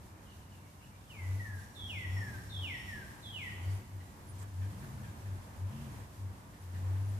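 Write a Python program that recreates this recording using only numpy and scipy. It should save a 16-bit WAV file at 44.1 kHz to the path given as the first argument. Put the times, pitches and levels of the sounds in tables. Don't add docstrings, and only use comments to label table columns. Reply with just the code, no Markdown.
import sys
import numpy as np
from scipy import signal
from scipy.fft import rfft, irfft, next_fast_len
from scipy.io import wavfile
from scipy.ndimage import uniform_filter1d

SR = 44100
rng = np.random.default_rng(int(sys.argv[2]) if len(sys.argv) > 2 else 0)


def materialize(psi):
    bounded = np.clip(np.atleast_2d(psi).T, -1, 1)
    quanta = np.round(bounded * 32767).astype(np.int16)
    wavfile.write(sys.argv[1], SR, quanta)


N = 317079
T = np.arange(N) / SR
FFT_SIZE = next_fast_len(N)
BIN_HZ = np.maximum(np.arange(FFT_SIZE // 2 + 1) * SR / FFT_SIZE, 1)


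def undb(db):
    return 10 ** (np.asarray(db) / 20)


def curves(rows):
    times_s, *columns = np.transpose(rows)
    return [np.interp(T, times_s, column) for column in columns]


def spectrum(points, hz):
    points_hz, values = np.transpose(points)
    return np.interp(np.log(hz), np.log(points_hz), values)


def gate(start_s, end_s, edge_s):
    ramp = np.minimum(T - start_s, end_s - T) / edge_s + .5
    return np.sin(np.pi / 2 * np.clip(ramp, 0, 1)) ** 2


def pan(db):
    return undb(np.array([[.5], [-.5]]) * db)


def walk(rate_hz):
    knots = rng.standard_normal(4096)
    wander = np.interp(T * rate_hz, np.arange(len(knots)), knots)
    return uniform_filter1d(wander, max(int(SR / rate_hz / 2), 1)) * np.sqrt(2)


def tone(hz, lead_s=0):
    return np.sqrt(2) * np.sin(2 * np.pi * (np.cumsum(hz) / SR + hz * lead_s))


def scatter(x, t60_s, onset_s):
    t = T[:2 * SR]
    echoes = rng.standard_normal((2, len(t))) * undb(-60 * t / t60_s) * (1 - np.exp(-t / onset_s))
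    echoes /= np.sqrt(np.sum(echoes ** 2, axis=1, keepdims=True))
    return signal.fftconvolve(x[None], echoes, axes=1)[:, :N]


# f/Hz, correlation
AIR_CORRELATION = [(60, 1), (130, 0.94), (290, 0.87), (620, 0.43), (950, 0.037), (1400, -0.34),
                   (2200, 0.089), (3500, 0.0024), (6000, -0.012)]
# f/Hz, left minus right/dB
AIR_PAN = [(60, -5.5), (110, 3.5), (200, -2), (370, 1.5), (680, 0), (1250, 0.5), (2300, -1), (4210, -0.5),
           (7740, -3), (14200, 0)]
def air(colour):
    mid, side = rfft(rng.standard_normal((2, FFT_SIZE)))
    alike = np.clip(spectrum(AIR_CORRELATION, BIN_HZ), -.99, .99)
    stereo = mid * np.sqrt(1 + alike) + side * np.sqrt(1 - alike) * np.array([[1], [-1]])
    shaped = stereo * undb(spectrum(colour, BIN_HZ)) * pan(spectrum(AIR_PAN, BIN_HZ))
    noise = irfft(shaped, FFT_SIZE)[:, :N]
    return noise / noise.std()


# t/s, relative rush level/dB, relative hiss level/dB
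BREEZE = [(0.16, -64.5, -72.5), (0.59, -64.5, -72.5), (0.66, -65, -72), (1.07, -65, -72),
          (1.32, -60.5, -67), (1.75, -62, -69), (2.35, -58.5, -66), (2.45, -61, -67.5), (2.97, -59, -66.5),
          (3.24, -62.5, -69.5), (3.77, -58.5, -67.5), (3.84, -63, -71.5), (4.35, -62.5, -70),
          (4.43, -61, -66), (4.44, -63, -71), (4.48, -64, -70.5), (4.73, -60, -69), (4.93, -58.5, -68),
          (5.49, -62, -71), (6.0, -58.5, -68), (6.07, -62, -71.5), (6.63, -64, -71.5), (6.87, -59.5, -69),
          (7.12, -60.5, -68)]
# f/Hz, relative density/dB
RUMBLE_COLOUR = [(20, -21), (42, -4.5), (70, 5.5), (115, 3.5), (143, 0.5), (168, -2), (210, -1), (262, -11),
                 (302, -8.5), (335, -35.5), (370, -6.5), (410, -32.5), (600, -34.5)]
RUSH_COLOUR = [(150, -13), (300, 6), (380, 0), (550, 1), (750, 0.5), (950, 3.5), (1300, -2.5), (1700, -3.5),
               (2300, -10.5), (3500, -18), (6000, -43)]
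HISS_COLOUR = [(1000, -9), (2500, -1), (4500, -1), (7000, -0.5), (9500, -2), (12000, -3.5), (15000, -6.5)]
def wind():
    rush_db, hiss_db = curves(BREEZE)
    rumble = undb(buffeting_db() + 9.5 + walk(17)) * air(RUMBLE_COLOUR)
    rush = undb(rush_db + 4 + .75 * walk(11)) * air(RUSH_COLOUR)
    hiss = undb(hiss_db + 7 + .8 * walk(25)) * air(HISS_COLOUR)
    return rumble + rush + hiss


def buffeting_db(calm_db=-65.5, growth=1.1):
    rush_db, _ = curves(BREEZE)
    return calm_db + growth * (rush_db - calm_db)


HUM_HZ, HUM_WIDTH_HZ = 95.95, 8.5
def resonance(hz):
    return 1 / (1 + (2 * (hz - HUM_HZ) / HUM_WIDTH_HZ) ** 2)


# t/s, glide/(Hz/s), level/dB
HUM_SWELLS = [(1.329, 43.5, -34.5), (1.542, -70, -43), (1.93, 27.5, -52.5), (2.152, 60, -33.5),
              (2.354, -120, -44), (2.594, -67, -37.5), (2.891, 70, -46.5), (3.46, 43, -49),
              (3.703, 54.5, -33.5), (3.966, -74, -41.5), (4.381, 33, -46.5), (4.634, 55.5, -35),
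              (5.01, 71, -45), (5.323, -55, -39.5), (5.649, 80, -34.5), (6.262, -73, -38.5),
              (6.951, 20.5, -33)]
# start/s, end/s, top f/Hz, level/dB
HUM_MOANS = [(2.15, 2.431, 114, -50), (4.701, 5.105, 129.2, -49), (5.694, 5.932, 131.3, -47)]
def hum(reach_hz=6, arch=.12, upper_ratio=1.63, upper_db=-4.5, right_lead_s=.00032):
    out = np.zeros(N)
    for at_s, glide_hz_per_s, db in HUM_SWELLS:
        hz = HUM_HZ + np.clip(glide_hz_per_s * (T - at_s), -2 * reach_hz, 2 * reach_hz)
        half_s = reach_hz / abs(glide_hz_per_s)
        out += undb(db) * resonance(hz) * gate(at_s - half_s, at_s + half_s, edge_s=half_s) * tone(hz)
    for start_s, end_s, top_hz, db in HUM_MOANS:
        position = np.clip(2 * (T - start_s) / (end_s - start_s) - 1, -1, 1)
        hz = top_hz * (1 - arch * position ** 2 + .0696 * walk(70))
        moan = tone(hz) + undb(upper_db) * tone(upper_ratio * hz)
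        out += undb(db) * gate(start_s, end_s, edge_s=(end_s - start_s) / 2) * moan
    stir = irfft(rfft(rng.standard_normal(FFT_SIZE)) * resonance(BIN_HZ), FFT_SIZE)[:N]
    out += undb(buffeting_db() + 5) * stir / stir.std()
    return np.array([out, np.interp(T + right_lead_s, T, out)]) * pan(1.7)


# t/s, length/s, start f/Hz, end f/Hz, relative level/dB
FAR_CHIRPS = [(0.087, .12, 2400, 2390, -76), (0.248, 0.086, 3250, 2780, -66.5),
              (0.295, 0.013, 4670, 3630, -66), (0.511, 0.048, 2830, 2920, -67),
              (0.612, 0.052, 2310, 2240, -70), (.80, 0.049, 2800, 2870, -66),
              (0.909, 0.056, 2220, 2290, -71.5), (0.946, .09, 3570, 3500, -77),
              (3.32, .12, 7340, 7240, -71), (3.639, 0.081, 4760, 4700, -69.5)]
def chirps(warble=.045, gain_db=-4.5):
    out, wobble = np.zeros(N), 1 + warble * walk(140)
    for start_s, length_s, start_hz, end_hz, db in FAR_CHIRPS:
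        hz = wobble * np.interp(T, [start_s, start_s + length_s], [start_hz, end_hz])
        out += undb(db + gain_db) * gate(start_s, start_s + length_s, edge_s=.014) * tone(hz)
    return out


def from_afar(calls):
    return undb(3) * (scatter(calls, t60_s=.092, onset_s=.002) + scatter(calls, t60_s=.89, onset_s=.011))


SHELF_HZ = 2398
# t/s, opening/s, fall/s, opening f/Hz, bend f/Hz, end f/Hz, relative level/dB
LONG_WHISTLES = [(1.076, .003, 0.18, 3203, 3180, 1950, -49), (1.75, 0.12, .19, 3610, 3230, 1885, -43.5),
                 (2.494, 0.14, 0.13, 3716, 3025, 1860, -41.5), (3.225, .129, .135, 3590, 2980, 1852, -43)]
def long_whistles(flick_hz=601.7, flick_s=.008, drop_hz_per_s=14500, soft_db=12.5, swell_s=.093,
                  catch_hz=3180, catch_width_hz=55):
    for start_s, opening_s, fall_s, opening_hz, bend_hz, end_hz, db in LONG_WHISTLES:
        age_s = np.maximum(T - start_s, 0)
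        opened = np.minimum(age_s / opening_s, 1)
        falling_s = np.clip(age_s - opening_s, 0, fall_s)
        drop_hz = bend_hz - SHELF_HZ
        hz = opening_hz + (bend_hz - opening_hz) * opened
        hz += flick_hz * np.exp(-age_s / flick_s) * (1 - opened)
        hz -= drop_hz * (1 - np.exp(-(falling_s * drop_hz_per_s / drop_hz) ** 2))
        hz += (end_hz - SHELF_HZ) * falling_s / fall_s
        catch_db = 13 * np.exp(-((hz - catch_hz) / catch_width_hz) ** 2)
        level_db = db - soft_db * np.exp(-age_s / swell_s) - catch_db
        yield start_s, start_s + opening_s + fall_s, hz, level_db


# t/s, length/s, end f/Hz, relative level/dB
LOW_WHISTLES = [(1.397, 0.2, 1585, -49.5), (2.166, 0.21, 1540, -47), (2.883, 0.16, 1540, -47.6)]
def low_whistles(start_hz=1952, ease=.68, accent_db=6.5, accent_s=.024, fade_db_per_s=25):
    for start_s, length_s, end_hz, db in LOW_WHISTLES:
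        age_s = np.clip(T - start_s, 0, length_s)
        hz = start_hz + (end_hz - start_hz) * (age_s / length_s) ** ease
        level_db = db + accent_db * np.exp(-age_s / accent_s) - fade_db_per_s * age_s
        yield start_s, start_s + length_s, hz, level_db


def phrase():
    hz, amp = np.full(N, float(SHELF_HZ)), np.zeros(N)
    for start_s, end_s, note_hz, db in [*long_whistles(), *low_whistles()]:
        window = gate(start_s, end_s, edge_s=.013)
        hz = np.where(window > 0, note_hz, hz)
        amp += window * undb(db)
    return hz, amp


# f/Hz, left gain/dB, right gain/dB
LAWN_BOUNCE = [(1600, -4, -5), (2100, -1, -5), (2500, -4, -3), (2750, -4, 1), (2940, -1, 8), (3100, -7, -6),
               (3350, -7, 1), (4200, -5, -4)]
def songbird(waver=.0048, hoarse=.0204, hoarse_hz=3330, wall_s=.048):
    hz, amp = phrase()
    left, right = (undb(spectrum([(row[0], row[ear]) for row in LAWN_BOUNCE], hz)) for ear in (1, 2))
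    opening = np.clip((hz - hoarse_hz) / 300 + .5, 0, 1)
    hz = hz * (1 + waver * walk(120) + hoarse * opening * walk(450))
    song = amp * tone(hz)
    direct = np.array([left * song, right * amp * tone(hz, lead_s=.00009)])
    reflected = song * (hz / 3500) ** 2
    wall = np.array([np.interp(T - wall_s - lag_s, T, reflected) for lag_s in (0, .0002)])
    near = scatter(song, t60_s=.14, onset_s=.004)
    far = scatter(song * (hz / 2600) ** .92, t60_s=1.07, onset_s=.015)
    return undb(-1) * direct + undb(-11) * wall + undb(-4) * near + undb(-2) * far


# start/s, end/s, top f/Hz, relative level/dB
MOTOR_RUNS = [(1.154, 1.72, 11070, -71), (3.71, 4.372, 13260, -66), (6.546, 7.16, 12200, -72)]
def motor_whine(rest_hz=7930, up_hz_per_s=41000, down_hz_per_s=23500, resonance_hz=10300,
                half_width_hz=490, waver=.007, hunt=.0097):
    hz, amp = np.full(N, float(rest_hz)), np.zeros(N)
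    for start_s, end_s, top_hz, db in MOTOR_RUNS:
        ramp_hz = np.minimum(up_hz_per_s * (T - start_s), down_hz_per_s * (end_s - T))
        hz += np.clip(ramp_hz, 0, top_hz - rest_hz)
        amp += undb(db) * gate(start_s, end_s, edge_s=.03)
    amp *= undb(3.9 * walk(60)) / np.hypot(1, (hz - resonance_hz) / half_width_hz)
    hz *= 1 + waver * walk(300) + hunt * walk(12)
    direct = amp * np.array([tone(hz), tone(hz, lead_s=.00003)])
    reflections = undb(-2) * scatter(direct[0], t60_s=.032, onset_s=.00069)
    return (direct + reflections) * pan(-2.9)


# t/s, length/s, centre f/Hz, level/dB
SCUFFS = [(1.23, 0.12, 6360, -70), (2.116, 0.21, 6700, -70), (4.381, 0.055, 7440, -61),
          (4.418, 0.043, 990, -60), (4.83, 0.027, 1500, -59), (5.69, 0.2, 2700, -66),
          (5.915, 0.14, 2000, -67), (5.98, .03, 7200, -70)]
# ratio to centre frequency, relative density/dB
SCUFF_COLOUR = [(.25, -16.5), (.7, -6), (1, 10), (1.25, 4), (1.55, -9), (2.1, -4), (4, -19)]
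def rustles(grain_db=2):
    out, noise = np.zeros((2, N)), rfft(rng.standard_normal((2, FFT_SIZE)))
    for start_s, length_s, centre_hz, db in SCUFFS:
        scuff = irfft(noise * undb(spectrum(SCUFF_COLOUR, BIN_HZ / centre_hz)), FFT_SIZE)[:, :N]
        out += undb(db) * gate(start_s, start_s + length_s, edge_s=length_s / 2) * scuff / scuff.std()
    return out * undb(grain_db * walk(250)) * pan(-4.3)


# t/s, f/Hz, level/dB
FAR_TRILL = [(1.38, 5870, -83), (2.02, 5520, -73), (2.13, 5490, -68), (2.62, 5410, -71), (2.78, 5480, -67),
             (3.12, 5353, -77)]
def trill(pulse_hz=30, depth=.67, waver=.0092, fading_db=2):
    hz, db = curves(FAR_TRILL)
    amp = undb(db + fading_db * walk(12)) * gate(FAR_TRILL[0][0], FAR_TRILL[-1][0], edge_s=.03)
    pulses = 1 + depth * np.sin(2 * np.pi * pulse_hz * T)
    whistle = amp * pulses * tone(hz * (1 + waver * walk(300)))
    return scatter(whistle, t60_s=.11, onset_s=.00079) * pan(-5.2)


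# t/s, relative level/dB
NASAL_CALLS = [(4.0, -63), (4.41, -63), (4.615, -59.5), (4.82, -65), (5.035, -59), (5.255, -62),
               (6.53, -64.5), (6.74, -60), (6.945, -64.5)]
# harmonic number, gain/dB
NASAL_HARMONICS = [(2, 0.5), (3, -7.5), (4, -10)]
def nasal_calls(pitch_hz=875, rasp=.1):
    hz = pitch_hz * (1 + rasp * walk(500))
    amp = sum(undb(db) * gate(at_s, at_s + .015, edge_s=.041) for at_s, db in NASAL_CALLS)
    return amp * sum(undb(db) * tone(harmonic * hz) for harmonic, db in NASAL_HARMONICS)


def scene():
    birds = songbird() + from_afar(chirps() + nasal_calls()) + trill()
    return birds + wind() + hum() + motor_whine() + rustles()


def record(dry):
    cutoff_hz = 14550
    return signal.sosfilt(signal.ellip(12, .1, 80, cutoff_hz, fs=SR, output="sos"), dry)


dry = scene()
out = record(dry)
materialize(out)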